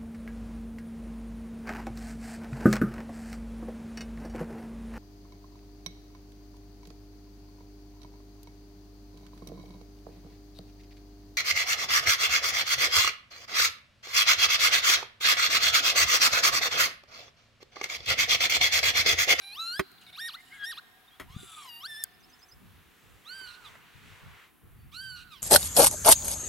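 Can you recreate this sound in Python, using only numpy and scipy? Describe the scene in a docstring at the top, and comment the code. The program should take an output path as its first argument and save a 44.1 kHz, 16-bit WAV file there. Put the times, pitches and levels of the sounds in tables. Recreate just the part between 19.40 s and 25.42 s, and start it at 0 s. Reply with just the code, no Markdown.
"""A lapwing opens with a reedy rising call over breezy fields, then yelps, mutters and slides hoarsely.
Far whistles glide in from 0.6 s and a trill turns five times at 2.7 s; arched calls follow at 3.8 and 5.5 s.
The calls are stacks of partials shaped by a throat, with rough spells and breath noise, and leave a faint echo.
Filtered noise buffets the ports in gusts and hisses in the crops, swelling after 4 s.
Now and then fingers tick and knock on the hand-held camera: short scrapes that ring its body modes."""
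import sys
import numpy as np
from scipy import signal
from scipy.fft import rfft, irfft
from scipy.io import wavfile
from scipy.ndimage import uniform_filter1d, map_coordinates

SR = 44100
rng = np.random.default_rng(int(sys.argv[2]) if len(sys.argv) > 2 else 0)


def store_pcm(level_fs):
    """Save levels as 16-bit WAV."""
    pcm = np.round(np.clip(level_fs, -1, 1) * 32767).astype(np.int16)
    wavfile.write(sys.argv[1], SR, np.atleast_2d(pcm).T)


N = 265482
T = np.arange(N) / SR
TOP_HZ = 15850  # top of the camera's band


def undb(db):
    """Gain of a level in dB."""
    return 10 ** (np.asarray(db, float) / 20)


def curve(rows):
    """Automation lanes: the columns of (time_s, value, ..) rows drawn at every sample."""
    time_s, *columns = np.transpose(rows)
    return [np.interp(T, time_s, column) for column in columns]


def tilt(points, hz):
    """Level in dB at hz, read from (hz, db) points on a log frequency axis."""
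    point_hz, db = np.transpose(points)
    return np.interp(np.log(np.maximum(hz, 1)), np.log(point_hz), db)


def walk(rate, count=N):
    """Smooth random wander of spread 1; a higher rate in Hz wanders faster."""
    width = max(int(SR / rate), 2)
    wander = uniform_filter1d(rng.standard_normal(count), width)
    wander = uniform_filter1d(wander, width)
    return wander / wander.std()


def pan(x, db):
    """Place a sound between the channels; db is left minus right."""
    return x * undb(np.array([db, -db]) / 2).reshape(2, -1)


def swells(rows, rise, fall):
    """Sum of (start_s, end_s, height) plateaus with sloped ends in s; fall may differ per row."""
    total = 0
    for (start, end, height), fall_s in zip(rows, np.broadcast_to(fall, len(rows))):
        slopes = np.minimum((T - start) / rise, (end - T) / fall_s)
        total = total + height * np.clip(slopes, 0, 1)
    return total


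def gate(spans, edge_s):
    """1 inside the (start_s, end_s) spans, with soft edges."""
    is_on = sum(1. * (T >= start) * (T < end) for start, end in spans)
    return uniform_filter1d(is_on, int(edge_s * SR), mode="nearest")


def breathy(points):
    """Mono noise with the spectrum of (hz, db) points, rms 1."""
    hz = np.fft.rfftfreq(N, 1 / SR)
    inside = (hz > points[0][0]) * (hz < points[-1][0])
    noise = irfft(rfft(rng.standard_normal(N)) * undb(tilt(points, hz)) * inside, N)
    return noise / noise.std()


def air(points, alike, lo_hz, hi_hz, flicker_db, rate):
    """Stereo noise, rms 1 from lo to hi before each octave flickers by itself; alike 1 is mono, 0 unrelated."""
    hz, out = np.fft.rfftfreq(N, 1 / SR), 0
    mid, side = rfft(rng.standard_normal((2, N))) * undb(tilt(points, hz)) * (hz > points[0][0])
    pair = np.sqrt(1 + alike) * mid + np.sqrt(1 - alike) * side * np.array([[1], [-1]])
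    in_band = (hz > lo_hz) & (hz < hi_hz)
    pair = pair * N / np.sqrt(2 * (1 + alike) * np.sum(np.abs(mid[in_band]) ** 2))
    for octave in range(int(np.log2(points[0][0])), int(np.log2(points[-1][0])) + 2):
        share = np.clip(1 - np.abs(np.log2(hz + 1) - octave), 0, 1)  # triangular octave bands
        out = out + irfft(pair * share, N) * undb(flicker_db * walk(rate))
    return out


def far_drone():
    """A far drone: a narrow, nearly mono noise band around one pitch, steady until 3.1 s and much fainter
    after."""
    # drone level: time_s, level_db
    drone_level = [(3.1, -73.5), (3.2, -82)]
    centre_hz, reach_hz = 756, 132
    skirt = [(centre_hz - reach_hz, -20), (centre_hz, 0), (centre_hz + reach_hz, -40)]
    return undb(curve(drone_level)[0]) * air(skirt, 0.99, 500, 1000, 1.0, 0.47)


def microphone_hiss():
    """Microphone self-noise: steady mono hiss at the top of the band."""
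    # hiss spectrum: freq_hz, density_db (per Hz)
    hiss = [(5000, -39), (8500, -4), (11000, 4.5), (14000, 2), (16000, 3.5)]
    return undb(-82) * air(hiss, 1.0, 14550, 15110, 0.56, 4.1)


def crops():
    """The breeze rubs through the crops: broad hiss, partly shared by both channels."""
    # crop spectrum: freq_hz, density_db (per Hz)
    crop_spectrum = [(400, 1.5), (600, -6), (1000, 3), (1500, 3), (2800, 0), (3800, -4.5), (5000, -11.5),
                     (8000, -12), (12000, -27.5)]
    # breeze in the crops: time_s, level_db
    breeze = [(0, -64), (3.1, -65), (4.2, -58), (4.3, -54), (4.4, -60), (4.62, -59.5), (4.72, -56),
              (5.04, -58.5), (5.12, -68.5), (6.0, -68.5)]
    return undb(curve(breeze)[0]) * air(crop_spectrum, 0.61, 580, 7900, 1.5, 6.6)


def wind():
    """Turbulence at the ports: gusty buffeting unrelated left to right, low rumble and single puffs."""
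    # gusts on the ports: start_s, length_s, level_db
    gust_rows = [(1.79, 0.36, -58), (3.122, 0.46, -60), (3.629, 0.24, -61), (3.905, 0.5, -68.5),
                 (4.245, 0.18, -66), (4.531, 0.3, -60), (4.809, 0.19, -56.5), (5.213, 0.87, -57)]
    # buffeting spectrum: freq_hz, density_db (per Hz)
    buffet = [(25, -4.5), (97, 2.5), (172, -4.5), (309, -15), (600, -38)]
    # steady far rumble: freq_hz, density_db (per Hz)
    rumble = [(25, -3.5), (150, 0), (350, -3), (600, -17.5)]
    # puffs that swing the diaphragm once: start_s, level_db, swing_hz
    puffs = [(1.901, -41, 95), (1.942, -43, 102), (1.963, -28.5, 130)]
    spans = [(start, start + length, undb(db)) for start, length, db in gust_rows]
    fall_s = 0.61 * np.array(gust_rows)[:, 1]  # longer gusts die away longer
    gusts = swells(spans, 0.034, fall_s)
    out = gusts * air(buffet, 0, 33, 330, 4.4, 20.6)
    out += undb(-70.5) * air(rumble, 0.08, 30, 380, 2.95, 4.4)
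    for start, db, swing_hz in puffs:
        u = np.clip((T - start) * swing_hz, 0, 1)
        out += pan(undb(db) * np.sin(np.pi * u) * np.sin(2 * np.pi * u), 5.2)
    return out


def handling():
    """Each contact scrapes for a few ms and rings the plastic body; nails bring out its treble, pads its bass."""
    # finger contacts: start_s, blow_db, bass_db, treble_db, contact_s (decay), pan_db (left minus right)
    knocks = [(0.3942, -17, -2.5, -13, 0.0064, -5.5), (0.516, -58.5, 5.5, 8, 0.0021, -5),
              (1.798, -31, -8, -7, 0.015, 1.5), (2.031, -52, 7, -15, 0.0026, -4),
              (2.6381, -42.5, -8.5, 27, 0.0012, 3), (4.012, -49.5, 0, -1, 0.0034, -4),
              (4.354, -49.5, -22, -12, 0.0021, -3)]
    # modes of the camera body: freq_hz, level_db, t60_s
    body = [(321, -6.5, 0.076), (380, 4.5, 0.066), (663.5, -8.5, 0.027), (1080, -18, 0.046),
            (1380, 4, 0.0074), (2010, 10.5, 0.0059), (3110, -6.5, 0.016), (5266, 0, 0.0076),
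            (6200, 9.5, 0.0022), (10070, 12, 0.0024), (8180, 6.5, 0.0032), (13700, 9.5, 0.0024)]
    bass_hz, treble_hz = 600, 4500  # modes below and above these take the bass and treble settings
    port_lag_rad = 2.05  # the low modes reach the two ports out of step
    shell_hz = 67  # the knocks are cut below this
    out, t = np.zeros((2, N)), T[:int(.12 * SR)]
    lag = port_lag_rad / 2 * np.array([[1], [-1]])
    for start, blow_db, bass_db, treble_db, contact_s, pan_db in knocks:
        ring = 0
        for hz, mode_db, t60 in body:
            gain = undb(mode_db + bass_db * (hz < bass_hz) + treble_db * (hz > treble_hz))
            onset = np.minimum(t * hz / 2 + (hz < treble_hz), 1) ** 2  # treble modes build over two cycles
            swing = np.sin(2 * np.pi * hz * t + lag * (hz < bass_hz))
            ring = ring + gain * swing * 1000. ** (-t / t60) * onset
        scrape = rng.standard_normal(len(t)) * np.exp(-(t / contact_s) ** 0.94)
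        scrape /= np.sqrt(contact_s * SR)  # even out the energy of long and short contacts
        knock = signal.fftconvolve(scrape[None], ring, axes=1)[:, :len(t)]
        at = int(start * SR)
        out[:, at:at + len(t)] += pan(undb(blow_db) * knock, pan_db)
    return signal.lfilter(*signal.butter(2, shell_hz, "high", fs=SR), out)


def far_birds():
    """Nearly pure gliding notes wavering on their long path; the trill sits to the right."""
    # far whistles: start_s, length_s, start_hz, middle_hz, end_hz, level_db
    whistles = [(0.577, 0.018, 4220, 3500, 2300, -59), (0.799, 0.12, 2434, 2307, 2280, -58),
                (0.962, 0.067, 1920, 2093, 2099, -51), (1.108, 0.075, 1930, 2200, 1930, -47),
                (1.674, 0.027, 3455, 3700, 3490, -57.5), (1.708, 0.071, 3210, 3330, 3660, -60),
                (5.368, 0.12, 4530, 4540, 4520, -75.5)]
    # one turn of the trill, a falling and a rising note: delay_s, length_s, start_hz, middle_hz, end_hz, level_db
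    trill_notes = [(0, 0.03, 6000, 6140, 5650, -7), (0.027, 0.038, 4720, 5180, 5280, 1)]
    trill_s, period_s, trill_db = 2.705, 0.0945, -51.5
    notes = [(*note, 0) for note in whistles]
    for turn in range(5):
        turn_db = trill_db - 18 * 0.54 ** turn  # starts shy and warms towards full level
        for delay, *note, rel_db in trill_notes:
            notes.append((trill_s + turn * period_s + delay, *note, turn_db + rel_db, -4.0))
    out = np.zeros((2, N))
    for start, length, start_hz, middle_hz, end_hz, db, pan_db in notes:
        u = np.arange(int(length * SR)) / (length * SR)
        glide = np.polyfit([0, .5, 1], [start_hz, middle_hz, end_hz], 2)
        phase = 2 * np.pi * np.cumsum(np.polyval(glide, u)) / SR
        note = undb(db) * np.sin(np.pi * u ** 0.65) * np.sin(phase)
        at = int(start * SR)
        out[:, at:at + len(u)] += pan(note, pan_db)
    return out * undb(3.5 * walk(350))


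def yelps():
    """Yelps: the pitch eases up to a plateau, creeps on, then dives and rebounds as overtones fade."""
    # yelps: start_s, low_hz, climb_from_s, climb_to_s, top_hz, dive_s, level_db (at a pitch of 1 kHz),
    # onset_overtones_db
    yelp_rows = [(0.728, 737.5, 0.75, 0.818, 1835, 0.878, -57.5, -1.5),
                 (1.233, 1616, 1.244, 1.27, 1844, 1.312, -58.5, -18)]
    # the dive and rebound: after_dive_s, pitch_hz
    dive_rows = [(0.02, 1158), (0.037, 770.6), (0.054, 915), (0.075, 1380), (0.085, 1495)]
    out, u = [], np.linspace(0, 1, num=9)
    for start, low_hz, climb_from, climb_to, top_hz, dive, db, onset_db in yelp_rows:
        climb_hz = low_hz + (top_hz - low_hz) * np.sin(np.pi / 2 * u) ** 2
        path = list(zip(climb_from + (climb_to - climb_from) * u, climb_hz))
        path.append((dive, top_hz * 1.025))
        path += [(dive + delay, hz) for delay, hz in dive_rows]
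        body = [(at, hz, db, 0) for at, hz in path[:-1]]
        out.append([(start, low_hz, db, onset_db), *body, (*path[-1], db, -19)])
    return out


def arched_calls():
    """Arched calls: one contour set twice; the voice breaks lower at once and mends."""
    # the arch: time_s, pitch_hz, level_db, overtones_db (they choke late on)
    arch = [(0, 1037, -9.5, 0), (0.03, 1304, -2, 2), (0.06, 1464, 2, 0.5), (0.11, 1580, 0, 1.5),
            (0.19, 1522, 0, 0.5), (0.269, 1429, 0, -5.5), (0.315, 1480, -6, -3.5), (0.34, 1488, -5.5, -18),
            (0.38, 1410, -9, -14), (0.405, 1263, -2.5, 1), (0.45, 1075, -3, -1.5), (0.499, 861, 3, -12)]
    # arched calls: start_s, break_s, end_s, level_db (at a pitch of 1 kHz)
    arch_rows = [(3.847, 4.059, 4.29, -64), (5.516, 5.711, 6.02, -62)]
    break_drop, mend_s = 0.025, 0.04  # share of the pitch lost, time constant of regaining it
    out = []
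    arch_s, *columns = np.transpose(arch)
    for start, break_s, end, db in arch_rows:
        t = np.linspace(start, end, num=120)
        hz, rel_db, over_db = (np.interp(t - start, arch_s, column) for column in columns)
        lost = break_drop * (t > break_s) * np.exp(-np.abs(t - break_s) / mend_s)
        out.append(list(zip(t, hz * (1 - lost), db + rel_db, over_db)))
    return out


def phrases():
    """Every near call as rows of (time_s, pitch_hz, level_db, overtones_db), in order of time."""
    # other near calls, phrase by phrase: time_s, pitch_hz, level_db (at a pitch of 1 kHz)
    near_calls = [
        [(0, 784, -63.5), (0.035, 783, -53.5), (0.125, 815, -52.5), (0.15, 890, -51.5), (0.18, 1210, -59),
         (0.2, 1306, -51.5), (0.295, 1382, -54.5), (0.33, 1441, -52.5), (0.39, 1770, -60.5), (0.415, 1614, -68)],
        [(0.61, 1500, -78.5), (0.66, 1483, -84)],
        [(0.665, 756, -59), (0.685, 724, -60), (0.704, 768, -57)],
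        [(0.965, 959, -80), (1.12, 984, -74.5), (1.235, 1050, -72)],
        [(1.87, 900, -84), (1.92, 1057, -69), (1.97, 1197, -71), (2.2, 1144, -67.5), (2.26, 1038, -63.5),
         (2.3, 953, -56), (2.35, 930.4, -54), (2.4, 939, -56.5), (2.43, 1113, -58.5), (2.46, 1508, -55.5),
         (2.48, 1820, -71.5), (2.5, 1780, -62), (2.56, 1732, -61.5), (2.6, 1820, -64.5), (2.635, 1761, -60.5),
         (2.655, 1458, -77.5)],
    ]
    plain = [[(*row, 0) for row in call] for call in near_calls]
    return sorted(plain + yelps() + arched_calls())


def second_membrane(shake):
    """The second membrane slips off pitch in hoarse passages: a sine and its octave, shaken with the first."""
    # slips of the second membrane: time_s, pitch_hz, level_db
    slips = [
        [(1.11, 1580, -60), (1.18, 1670, -50.5), (1.25, 1628, -38.5)],
        [(1.88, 950, -61), (1.94, 1150, -60), (1.99, 1457, -62), (2.2, 1205, -53.5), (2.29, 983, -53.5)],
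    ]
    out = np.zeros(N)
    for slip in slips:
        hz, db = curve(slip)
        turn = 2 * np.pi * np.cumsum(hz) / SR + 1.6 * shake
        tone = np.sin(turn) + 0.34 * np.sin(2 * turn)
        out += undb(db + 2.5 * walk(69)) * tone * gate([(slip[0][0], slip[-1][0])], 0.01)
    return out


def lapwing():
    """Partials of a reed-like membrane through the throat; hoarseness shakes period and size and lets breath rasp."""
    # hoarse spells: start_s, end_s, roughness (0-1), breath (0-1)
    hoarse = np.array([(-.05, .05, .2, .3), (.59, .67, .8, 1), (.66, .78, .12, .1), (.88, .98, .06, 0),
                       (.963, 1.24, .3, .9), (1.19, 1.27, .1, 0), (1.31, 1.42, .07, 0),
                       (1.84, 2.3, .17, .3), (1.96, 2.31, .04, .7), (4.05, 4.22, .25, .1),
                       (4.2, 4.33, .16, .05), (5.49, 5.58, .17, .2), (5.75, 5.91, .26, .15),
                       (5.89, 6.07, .15, .05)])
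    # overtones sagging below the fundamental: start_s, end_s, sag (share of the pitch)
    sags = [(4.08, 4.21, .08), (5.78, 5.9, .08)]
    # radiation of the fundamental, weak at low pitch: pitch_hz, level_db
    first = [(780, -1.5), (940, -13), (1150, 7.5), (1300, 5.5)]
    # strength of the partials: number, level_db (relative to the third)
    partials = [(2, -6), (4, -7.5), (5, -1.5), (6, -5), (7, -9.5), (9, -12), (13, -1.5), (16, -13)]
    # throat resonances: freq_hz, level_db
    throat = [(1500, 11), (2400, 4.5), (3400, 10.5), (3950, 11.5), (4450, 6.5), (5200, 0.5), (6300, -9.5),
              (7500, -10.5), (10000, -3), (13000, -1), (16000, -39)]
    # breath ringing in the throat: freq_hz, density_db (per Hz)
    husk = [(2200, -22), (2900, 0.5), (3400, -15), (4000, 0.5), (4600, -35)]
    # breath torn by a hoarse throat: freq_hz, density_db (per Hz)
    rasp_spectrum = [(4000, -14), (5500, -31), (7600, 8), (8600, -6), (10200, 5), (12000, -17)]
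    # position of the caller: time_s, pan_db (left minus right)
    bearing = [(0, 0.5), (1.3, -0.5), (2.6, 1), (3.8, -5), (6.0, -5)]
    # delays of the ground bounce, a little later at the right port: left_s, right_s
    bounce_s = (0.0031, 0.0033)
    clear, edge_s = .03, .045  # roughness of the clear voice, onset of a hoarse spell
    effort_db_per_octave = 13  # higher notes are pushed harder
    shimmer_db = 2.

    calls = phrases()
    lanes = curve([row for call in calls for row in call])
    hz, level_db, over_db = (uniform_filter1d(lane, int(0.0083 * SR)) for lane in lanes)
    level_db = level_db + effort_db_per_octave * np.log2(hz / 1000)
    over_level_db = level_db + over_db
    rough = np.clip(clear + swells(hoarse[:, [0, 1, 2]], edge_s, edge_s), 0, 1)
    breath = np.clip(swells(hoarse[:, [0, 1, 3]], edge_s, 2 * edge_s), 0, 1)

    phase = 2 * np.pi * np.cumsum(hz * (1 + 0.00382 * walk(49.2))) / SR
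    upper = phase - 2 * np.pi * np.cumsum(hz * swells(sags, .07, .03)) / SR
    shake = rough * 1.17 * walk(575)
    first_db = level_db + tilt(first, hz) - 10.0 * breath + shimmer_db / 2 * walk(58)
    voice = undb(first_db) * np.sin(phase + 1.5 * shake)

    number, rel_db = np.transpose(sorted(partials + [(3, 0.037)]))
    even_db = 11 * np.log2(hz / 2000)  # even partials thin out as the pitch falls
    even_db += 9.0 * np.clip((rough - clear) * 10, 0, 1)  # a hoarse membrane swings lopsided
    for k in range(2, 17):
        db = over_level_db + np.interp(k, number, rel_db) + (k % 2 == 0) * even_db
        db += tilt(throat, k * hz) + shimmer_db * walk(76) - 14.8 * rough
        size = 1 + 3.45 * rough * walk(880)
        voice += undb(db) * size * np.sin(k * (upper + shake) + k * k) * (k * hz < TOP_HZ)

    voice += rough * undb(over_level_db + 11.0 + shimmer_db * walk(150)) * breathy(husk)
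    read_speed = 1 - .22 * (1 - breath)  # the rasp climbs as the breath builds
    rasp = map_coordinates(breathy(rasp_spectrum), [np.cumsum(read_speed)])
    puffing = 1 + .5 * np.cos(phase + shake)  # a puff each cycle
    voice += undb(over_level_db + 4.5 + shimmer_db * walk(250)) * (clear + breath) * rasp * puffing
    voice *= gate([(call[0][0], call[-1][0]) for call in calls], 0.00084)

    voice += second_membrane(shake)
    bounce = np.array([np.interp(T - delay, T, voice) for delay in bounce_s])  # off the ground
    return pan(np.sqrt(2) * (voice + undb(-6) * bounce), curve(bearing)[0])


def tree_line(birds):
    """Scattered return from the tree line: decaying noise as an echo, its treble swallowed by the air."""
    t60_s, onset_s = 2.05, 0.0014
    t = T[:int(1.2 * SR)]
    tail = rng.standard_normal((2, len(t))) * 1000. ** (-t / t60_s) * np.minimum(t / onset_s, 1)
    tail /= np.sqrt(np.sum(tail ** 2) / 2)
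    tail = signal.lfilter(*signal.butter(2, 4500, fs=SR), tail)
    return undb(-16) * signal.fftconvolve(birds, tail, axes=1)[:, :N]


def scene():
    """Birds and their echo over wind, crops, drone, hiss and handling."""
    background = far_drone() + microphone_hiss() + crops() + wind()
    birds = far_birds() + lapwing()
    return background + handling() + birds + tree_line(birds)


def record(dry):
    """The camera cuts the top with a steep low-pass."""
    return signal.sosfilt(signal.ellip(10, .2, 80, TOP_HZ, fs=SR, output="sos"), dry)


dry = scene()
out = record(dry)
store_pcm(out)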